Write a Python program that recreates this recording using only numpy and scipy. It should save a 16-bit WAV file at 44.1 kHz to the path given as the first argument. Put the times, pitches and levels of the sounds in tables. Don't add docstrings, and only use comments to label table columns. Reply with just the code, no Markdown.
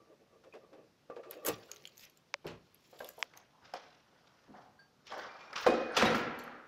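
import sys
import numpy as np
from scipy import signal
from scipy.fft import rfft, irfft, next_fast_len
from scipy.io import wavfile
from scipy.ndimage import uniform_filter1d, map_coordinates

SR = 44100
rng = np.random.default_rng(int(sys.argv[2]) if len(sys.argv) > 2 else 0)


def transcribe(signal):
    frames = np.atleast_2d(signal).T
    limited = np.clip(frames, -1, 1)
    pcm = np.round(limited * 32767).astype(np.int16)
    wavfile.write(sys.argv[1], SR, pcm)


def invert_db(level):
    return 10 ** (np.asarray(level, dtype=float) / 20)


N = 294147


def unit(x):
    return x / np.sqrt(np.mean(x ** 2) + 1e-20)


def along(points, hz):
    f, v = np.transpose(points)
    return np.interp(np.log(hz + 1), np.log(f + 1), v)


def filtered(x, response):
    m = 2 * next_fast_len(len(x) // 2 + 4096)
    return irfft(rfft(x, m) * response(np.fft.rfftfreq(m, 1 / SR)), m)[:len(x)]


def coloured(x, spectrum):
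    def response(hz):
        cepstrum = irfft(np.log(invert_db(along(spectrum, hz))))
        half = len(cepstrum) // 2
        cepstrum[1:half] *= 2
        cepstrum[half + 1:] = 0
        log_response = rfft(cepstrum)
        return unit(np.exp(log_response.real)) * np.exp(1j * log_response.imag)
    return filtered(x, response)


def wander(t, rate_hz, knots):
    return map_coordinates(rng.standard_normal(knots), [t * rate_hz])


def gritty(lumps_hz, lumps_db):
    lumps = invert_db(lumps_db * wander(np.arange(N) / SR, lumps_hz, 2 * SR))
    return unit(lumps * rng.standard_normal(N))


def patchy(x, patchy_db):
    z = signal.stft(x, nperseg=512)[2]
    field = uniform_filter1d(rng.standard_normal(z.shape), size=5, axis=0)
    field = uniform_filter1d(field, size=9, axis=1)
    return unit(signal.istft(z * invert_db(patchy_db * unit(field)), nperseg=512)[1][:N])


def add(track, s, sound):
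    part = track[round(s * SR):][:len(sound)]
    part += sound[:len(part)]


def strokes(s, db, rise_s, fall_s):
    t = np.arange(0, N, 32) / SR
    lag = t[:, None] - s
    loss = np.where(lag < 0, -lag / rise_s, lag / fall_s)
    return np.interp(np.arange(N) / SR, t, invert_db(db - 20 * loss).sum(axis=1))


# f/Hz, level/dB, t60/s
DOOR_MODES = [(245.4, -1.5, 0.32), (301, -1.5, 0.22), (496.5, 0.5, 0.092), (790, 8, 0.017),
              (1075, -4.5, 0.092), (1344, 6, 0.026), (1600, -12.5, 0.16), (1770, -12, 0.035)]


def blow(colour, t60, body_hz):
    jolt = 2.63
    ring_per_khz = 0.36
    rattle_hz, rattle_db, rattle_s = 179.8, 6, 0.046
    t = np.arange(SR // 3) / SR
    rise = 1 - np.exp(-t / (0.011 * t60))
    creep = np.cumsum(.015 * rng.standard_normal((len(DOOR_MODES), len(t))), axis=1)
    loosened = 1 - np.exp(-t / rattle_s)
    rattle = unit(invert_db(rattle_db * loosened * wander(t, rattle_hz, SR // 20)))
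    burst = rise * invert_db(-60 * t / t60) * rattle * rng.standard_normal(len(t))
    burst[round(.03 * t60 * SR)] += jolt
    strikes_db = rng.normal(0, 0.4, len(DOOR_MODES))
    ring = np.zeros(len(t))
    for (hz, level_db, life_s), strike_db, blur in zip(DOOR_MODES, strikes_db, creep):
        fade = invert_db(level_db + strike_db + along(colour, hz) - 60 * t / life_s)
        ring += fade * np.sin(2 * np.pi * hz * t + blur)
    own_fade = invert_db(-60 * t / max(0.41 * t60, .01))
    own = ring_per_khz * body_hz / 1000 * own_fade * np.sin(2 * np.pi * body_hz * t + creep[0])
    return invert_db(-9) * (coloured(burst, colour) + rise * (0.54 * ring + own))


# t/s, level/dB, crack re body/dB, t60/s, body f/Hz
KNOCK_HITS = [(0.437, -50, 0.5, 0.11, 1170), (0.536, -41.5, -8, 0.15, 450), (0.728, -45, -11, 0.14, 440),
              (1.0987, -29.5, -24, 0.077, 497), (1.164, -34.5, -14.5, 0.076, 470),
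              (1.231, -44, -4.5, 0.22, 1170), (1.31, -39.5, 1, 0.22, 565), (1.448, -36, 0, 0.075, 1810),
              (1.463, -28, -2, 0.21, 1170), (1.481, -22, 0, 0.082, 598), (2.444, -31, -22.5, 0.24, 423),
              (2.472, -34, 7, 0.11, 432), (2.503, -47.5, 7, 0.16, 442), (2.927, -42.5, -16, 0.19, 480),
              (3.004, -27.5, -12, 0.063, 635), (3.03, -38.5, -36, 0.17, 510), (3.088, -41, -4, 0.029, 1640),
              (3.178, -36, -40, 0.1, 694), (3.336, -40, -6, 0.047, 1920), (3.35, -44.5, -16.5, 0.17, 800),
              (3.372, -47.5, -16, 0.054, 1900), (3.533, -53, -44.5, 0.32, 886),
              (3.736, -29, -9.5, 0.14, 670), (4.538, -39.5, -24, 0.41, 755), (4.546, -48, -24, 0.19, 1516),
              (5.119, -30.5, -9.5, 0.23, 792), (5.103, -39.5, 1, 0.085, 3300),
              (5.188, -37, -14.5, 0.44, 1560), (5.53, -32, -7.5, 0.076, 1490),
              (5.556, -27.5, -5.5, 0.24, 1186), (5.588, -33.5, -13, 0.18, 1620),
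              (5.6641, -5.5, -15.5, 0.079, 510), (5.965, -15.5, 9, 0.21, 790),
              (5.985, -19, -5.5, 0.3, 1636), (6.01, -15.5, -8, 0.1, 1200), (6.0226, -8.5, -9, 0.049, 540),
              (6.053, -17.5, -6.5, 0.07, 790), (6.061, -17, -12, 0.1, 1965), (6.099, -25, -7, 0.29, 492),
              (6.144, -22, -5, 0.13, 1410), (6.19, -25, -12, 0.073, 610), (6.478, -31, -20, 0.022, 1180)]
# t/s, level/dB, t60/s, body f/Hz
THUD_HITS = [(0.731, -51, 0.255, 282), (1.474, -35, 0.342, 160), (2.452, -32, 0.095, 153),
             (2.502, -40.5, 0.31, 143), (3.62, -53, 0.26, 146.5), (4.478, -41.5, 0.354, 225),
             (5.686, -17, 0.12, 290), (5.972, -27.5, 0.25, 252), (6.021, -16.5, 0.208, 254),
             (6.051, -22, 0.12, 255), (6.098, -26, 0.2, 142), (6.034, -18.5, 0.07, 410),
             (6.152, -21.5, 0.081, 258)]
# multiple of its body f, level/dB
THUD_COLOUR = [(.12, -28.5), (.5, -11), (1, -3), (2.2, -15.5), (50, -70.5)]


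def knocks():
    low_db = -32
    out = np.zeros(N)
    for s, db, crack_db, t60, body_hz in KNOCK_HITS:
        skirt_db = -5 - 2.0 * body_hz / 1000
        below = [(25, low_db - 17.5), (110, low_db), (290, low_db + 14.0)]
        around = [(body_hz / np.sqrt(2), skirt_db), (body_hz, 0), (body_hz * np.sqrt(2), skirt_db)]
        above = [(2600, crack_db - 9.0), (6000, crack_db - 19.0),
                 (8500, crack_db - 32.0), (16000, crack_db - 41.5)]
        above = [p for p in above if p[0] > np.sqrt(2) * body_hz]
        add(out, s, invert_db(db) * blow(below + around + above, t60, body_hz))
    for s, db, t60, body_hz in THUD_HITS:
        colour = [(k * body_hz, level_db) for k, level_db in THUD_COLOUR]
        add(out, s, invert_db(db) * blow(colour, t60, body_hz))
    return out


def resonances(peaks):
    def response(f):
        total = 0
        for k, (centre, width, db) in enumerate(peaks):
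            total = total + (-1) ** k * invert_db(db) * 1j * f * width / (centre ** 2 - f ** 2 + 1j * f * width)
        return total / (1 + 1j * f / 2000) * 1j * f / (220 + 1j * f)
    return response


# t/s, leaf peak level/dB, housing peak level/dB, rise/s, fall/s (20 dB each way)
LOCK_PUSHES = [(.005, -64.5, -68.5, 0.036, 0.085), (0.124, -56, -69, 0.063, 0.031),
               (0.214, -61, -87, 0.02, 0.045), (.345, -62.5, -69.5, 0.042, 0.071),
               (0.478, -54.5, -76, 0.052, 0.02), (0.562, -49.5, -75, 0.033, 0.039),
               (.64, -61.5, -65, 0.04, 0.055), (.74, -57, -78, 0.057, 0.1), (.8, -58, -75, 0.081, 0.062),
               (1.117, -51, -51.5, 0.018, 0.026), (1.198, -47.5, -69, 0.068, 0.024),
               (1.235, -63, -61.5, 0.013, 0.083), (1.275, -53, -66, 0.048, 0.087),
               (1.374, -48, -72, 0.039, 0.046), (1.491, -32.5, -39, 0.054, 0.042),
               (1.57, -60, -80, 0.09, 0.44)]
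# f/Hz, width/Hz, level/dB
LEAF_PEAKS = [(310, 96, 4.5), (453, 149, 10.5), (602, 142, 7.5), (806, 52, -0.5), (1760, 65, -10.5),
              (2600, 200, -12.5)]
# f/Hz, width/Hz, level/dB
HOUSING_PEAKS = [(1170, 32, 15.5), (1330, 460, -9), (1860, 55, -3)]


def lock():
    s, leaf_db, housing_db, rise_s, fall_s = np.transpose(LOCK_PUSHES)
    chatter = gritty(lumps_hz=89.75, lumps_db=2.2)
    leaf = unit(filtered(chatter, resonances(LEAF_PEAKS)))
    housing = unit(filtered(chatter, resonances(HOUSING_PEAKS)))
    return strokes(s, leaf_db, rise_s, fall_s) * leaf + strokes(s, housing_db, rise_s, fall_s) * housing


# t/s, jingle peak level/dB, grit peak level/dB, rise/s, fall/s (20 dB each way)
KEY_SHIFTS = [(1.311, -48, -67, 0.016, 0.063), (1.464, -26, -46, 0.011, 0.045),
              (1.487, -24.5, -37, 0.024, 0.009), (1.52, -68, -67, 0.038, 0.073),
              (1.712, -60, -67.5, 0.44, 0.36), (1.856, -56.5, -96, 0.023, 0.039),
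              (1.975, -61, -80.5, 0.011, 0.24), (2.027, -50, -65, 0.037, 0.022),
              (2.049, -54, -65, 0.077, 0.0051), (2.992, -71, -58, 0.0058, 0.015),
              (3.092, -49, -67.5, 0.27, 0.074), (3.225, -52.5, -93, 0.069, 0.034),
              (3.372, -51, -65, 0.015, 0.026), (5.18, -57, -74, 0.011, 0.081),
              (5.608, -47, -57, 0.039, 0.08), (5.967, -43, -58, 0.009, 0.099),
              (6.055, -60, -71, 0.055, 0.14), (6.151, -43, -50, 0.01, 0.071),
              (6.392, -59, -54.5, 0.011, 0.028)]
# t/s, level/dB, lower ring f/Hz, upper rings re lower/dB
KEY_TICKS = [(1.1614, -54, 2460, -35), (1.3101, -45.5, 3540, 9.5), (1.34, -52, 4540, -9),
             (1.4497, -43, 3130, 9.5), (1.465, -31, 6200, -3.5), (1.7153, -30.5, 6600, -14),
             (1.761, -43.5, 6250, -23), (1.768, -47.5, 4000, -14), (1.822, -54, 6040, -30),
             (1.84, -50.5, 2510, -22), (1.8536, -35, 3200, -33), (1.8741, -42.5, 7130, -19),
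             (1.972, -49, 6170, -15.5), (1.9787, -45, 6600, -9), (1.995, -47, 4830, -14),
             (2.009, -51, 5560, -8), (2.0515, -45, 5830, -9), (2.0977, -57.5, 5900, -2),
             (2.173, -52.5, 7360, -19), (2.4673, -36, 2770, -20), (2.745, -57, 2480, 6),
             (2.9923, -55, 7550, 4), (3.045, -40, 3430, -3), (3.089, -41, 7130, 2.5),
             (3.192, -59, 6000, 10), (3.374, -41.5, 6400, -13), (3.738, -36.5, 5200, -17),
             (5.069, -39, 2930, -35), (5.53, -39, 5040, -50), (6.051, -36, 2600, -13),
             (6.3895, -59, 7580, 13), (6.439, -58, 6130, 6.5)]
# f/Hz, level/dB
UPPER_MODES = [(9100, -14), (10300, -10.5), (11600, -2), (12300, -10.5), (13400, 3)]
# f/Hz, level/dB
KEY_COLOUR = [(3000, -42.5), (7000, -3.5), (9000, -18.5), (11000, -9.5), (13500, -8.5), (15000, -14),
              (16000, 5.5)]
# f/Hz, level/dB
GRIT_COLOUR = [(1200, -11), (2500, 2), (5500, 0), (7500, -18.5), (9000, -68.5)]


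def keys():
    s, jingle_db, _, rise_s, fall_s = np.transpose(KEY_SHIFTS)
    rubbing = patchy(coloured(gritty(lumps_hz=162.6, lumps_db=4.0), KEY_COLOUR), patchy_db=4)
    out = strokes(s, jingle_db, rise_s, fall_s) * rubbing
    t = np.arange(SR // 8) / SR
    fade = (invert_db(-60 * t / 0.0077) + 0.32 * invert_db(-60 * t / 0.019)) * (1 - np.exp(-t / 0.00037))
    upper_hz, upper_db = np.transpose(UPPER_MODES)
    for s, db, low_hz, high_db in KEY_TICKS:
        hiss = rng.standard_normal((2, len(t)))
        rough = np.cumsum(0.14 * hiss, axis=1)
        crack = invert_db(-60 * t / 0.011) * hiss
        struck = invert_db(upper_db + 4.5 * rng.standard_normal(len(UPPER_MODES)))
        low_ring = np.sin(2 * np.pi * low_hz * t + rough[0])
        high_ring = struck @ np.sin(2 * np.pi * upper_hz[:, None] * t + rough[1])
        low = fade * low_ring + 0.37 * coloured(crack[0], GRIT_COLOUR)
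        high = fade * high_ring + 0.34 * coloured(crack[1], KEY_COLOUR)
        add(out, s, invert_db(db) * (low + invert_db(high_db) * high))
    return out


# t/s, f/Hz, peak level/dB, rise/s, fall/s (20 dB each way)
HINGE_SQUEALS = [(5.3, 2370, -59, 0.02, 0.032), (5.357, 2376, -62.5, 0.045, 0.02),
                 (5.43, 2390, -55.5, 0.047, 0.0099), (5.485, 2410, -61, 0.045, 0.05),
                 (5.68, 2474, -36, 0.0068, 0.032), (5.73, 2506, -44, 0.04, 0.04),
                 (5.797, 2500, -50.5, .012, 0.04), (5.844, 2480, -49.5, 0.06, 0.09)]


def hinge():
    s, hz, db, rise_s, fall_s = np.transpose(HINGE_SQUEALS)
    t = np.arange(N) / SR
    phase = np.cumsum(2 * np.pi * np.interp(t, s, hz) / SR + .02 * rng.standard_normal(N))
    flutter = invert_db(2.2 * wander(t, 60, SR))
    return np.sqrt(2) * strokes(s, db, rise_s, fall_s) * flutter * np.sin(phase)


# t/s, f/Hz, level/dB, t60/s
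CLEAR_RINGS = [(0.525, 2500, -52, 0.075), (1.0995, 482, -38.5, 0.054), (3.004, 1590, -40.5, 0.056),
               (3.004, 790, -42, 0.055), (3.737, 738, -34, 0.045), (3.742, 528, -44.5, 0.19),
               (4.79, 1603, -55, 0.23), (4.792, 4560, -63, 0.28), (5.122, 1130, -45, .12),
               (5.194, 1546, -44, .15), (5.557, 3160, -44, 0.059), (5.666, 1058, -25, 0.1),
               (5.92, 8940, -65, 0.09), (6.011, 3990, -34, .07), (6.055, 3830, -35, .15),
               (6.054, 11000, -56, 0.34), (6.39, 7370, -64.5, 0.18)]


def pings():
    out, t = np.zeros(N), np.arange(SR // 2) / SR
    for s, hz, db, t60 in CLEAR_RINGS:
        drift = np.cumsum(.001 * np.sqrt(hz) * rng.standard_normal(len(t)))
        fade = invert_db(db - 60 * t / t60) * (1 - np.exp(-t / 0.00087))
        add(out, s, fade * np.sin(2 * np.pi * hz * t + drift))
    return out


# t/s, body peak level/dB, grit peak level/dB, rise/s, fall/s (20 dB each way)
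SCUFF_STROKES = [(1.62, -62.5, -70, 0.26, 0.22), (3.039, -83, -73.5, 1, 0.41),
                 (3.2, -65, -66.5, 0.027, 0.29), (3.641, -64, -70.5, 0.031, 0.24),
                 (3.77, -66, -62, 0.12, 0.21), (4.29, -72.5, -76, 0.58, 0.2),
                 (4.62, -64.5, -71.5, 0.38, 0.072), (5.072, -69, -56.5, 0.013, 0.22),
                 (5.12, -47.5, -62.5, 0.021, 0.18), (5.205, -50, -58.5, 0.11, 0.12),
                 (5.42, -67, -67, 0.23, 0.17), (5.559, -59, -46.5, 0.008, 0.19),
                 (5.69, -45, -58, 0.31, 0.47), (5.968, -36.5, -47.5, 0.06, 0.26)]
# f/Hz, level/dB
BODY_COLOUR = [(25, -51.5), (70, -27), (150, -11.5), (500, 6.5), (1500, 6.5), (2300, -7), (4000, -66.5)]


def scuff():
    body = patchy(coloured(gritty(lumps_hz=90.25, lumps_db=3.0), BODY_COLOUR), patchy_db=2.8)
    grit = patchy(coloured(gritty(lumps_hz=127.4, lumps_db=4.0), GRIT_COLOUR), patchy_db=2.2)
    s, body_db, grit_db, rise_s, fall_s = np.transpose(SCUFF_STROKES)
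    dragged = strokes(s, body_db, rise_s, fall_s) * body + strokes(s, grit_db, rise_s, fall_s) * grit
    s, _, grit_db, rise_s, fall_s = np.transpose(KEY_SHIFTS)
    return dragged + strokes(s, grit_db, rise_s, 1.36 * fall_s) * grit


# t/s, level/dB, slip to catch/s, multiple of the upper modes' f, low mode gain/dB
CASE_SNAPS = [(2.3407, -21.5, .0007, .94, 4), (3.2266, -19.5, 0.00049, 1.04, -12)]
# f/Hz, level/dB, t60/s, share struck by the slip (the catch strikes the rest)
CASE_MODES = [(565, -9, 0.042, 0.11), (1030, -4, 0.0075, 0.088), (2280, 6.5, 0.0037, 0.087),
              (3200, -12.5, 0.0099, 0.92), (5460, 2, 0.0019, 0.97), (6600, 2.5, 0.0034, 0.84)]


def snaps():
    out, t = np.zeros(N), np.arange(SR // 20) / SR
    hz, level_db, t60, share = np.transpose(CASE_MODES)[:, :, None]
    is_low = hz < 800
    for s, db, gap_s, pitch, low_db in CASE_SNAPS:
        tuned_hz = np.where(is_low, hz, pitch * hz)
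        rings = -invert_db(level_db + low_db * is_low - 60 * t / t60) * np.sin(2 * np.pi * tuned_hz * t)
        add(out, s, invert_db(db) * (share * rings).sum(axis=0))
        add(out, s + gap_s, invert_db(db) * ((1 - share) * rings).sum(axis=0))
    shell_band = signal.butter(4, (680, 5320), 'band', fs=SR, output='sos')
    return signal.sosfilt(shell_band, out)


# f/Hz, t60/s
STAIRS_DECAY = [(100, 1.17), (500, 1.34), (2000, 1.43), (6000, 0.55), (12000, 0.15)]
# t/s, share of the stairwell's t60, echo level/dB
WAY_OUT = [(0, 0.11, -15.5), (2.2, 0.18, -7.5), (3.6, 0.43, -10), (5, 0.86, -10), (6.67, 0.92, -2.5)]


def walls(x):
    sparse_hz, sparse_db, sparse_s = 300, 5.5, .15
    out, step = np.zeros(N), SR // 3
    when, share, echo_db = np.transpose(WAY_OUT)
    for start in range(0, N, step):
        now = start / SR
        hz, t, z = signal.stft(rng.standard_normal(SR), SR, nperseg=256)
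        t60 = np.interp(now, when, share) * along(STAIRS_DECAY, hz)[:, None]
        tail = signal.istft(z * invert_db(-60 * t / t60), SR, nperseg=256)[1]
        t = np.arange(len(tail)) / SR
        tail = tail * invert_db(sparse_db * np.exp(-t / sparse_s) * wander(t, sparse_hz, SR // 20))
        echo = signal.fftconvolve(x[start:start + step], tail / np.linalg.norm(tail))
        add(out, now + .006, invert_db(np.interp(now, when, echo_db)) * echo)
    return out


# f/Hz, level/dB
AIR_COLOUR = [(15, -38.5), (25, -16.5), (137, 3.5), (516, -3), (911, -7.5), (1130, -7.5), (2050, -13),
              (5730, -16), (8140, -27.5), (14800, -29), (16000, -58)]


def still_air():
    return invert_db(-70.5) * patchy(coloured(rng.standard_normal(N), AIR_COLOUR), patchy_db=.8)


def scene():
    keys_echo_db = -4
    squeal_echo_db = -13
    door = knocks() + lock() + scuff()
    bunch = keys()
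    squeal = hinge() + pings()
    echo = walls(door + invert_db(keys_echo_db) * bunch + invert_db(squeal_echo_db) * squeal)
    return (door + bunch + squeal + echo + snaps() + still_air())[None]


def roll_off(x):
    return signal.sosfilt(signal.butter(12, 16480, fs=SR, output="sos"), x)


def record(dry):
    top_hz, edge_hz = 15900, 600

    def band_limit(hz):
        return np.sin(np.pi / 2 * np.clip((top_hz - hz) / edge_hz, 0, 1)) ** 2
    mix = filtered(dry[0], band_limit)[None]
    return roll_off(mix)


dry = scene()
out = record(dry)
transcribe(out)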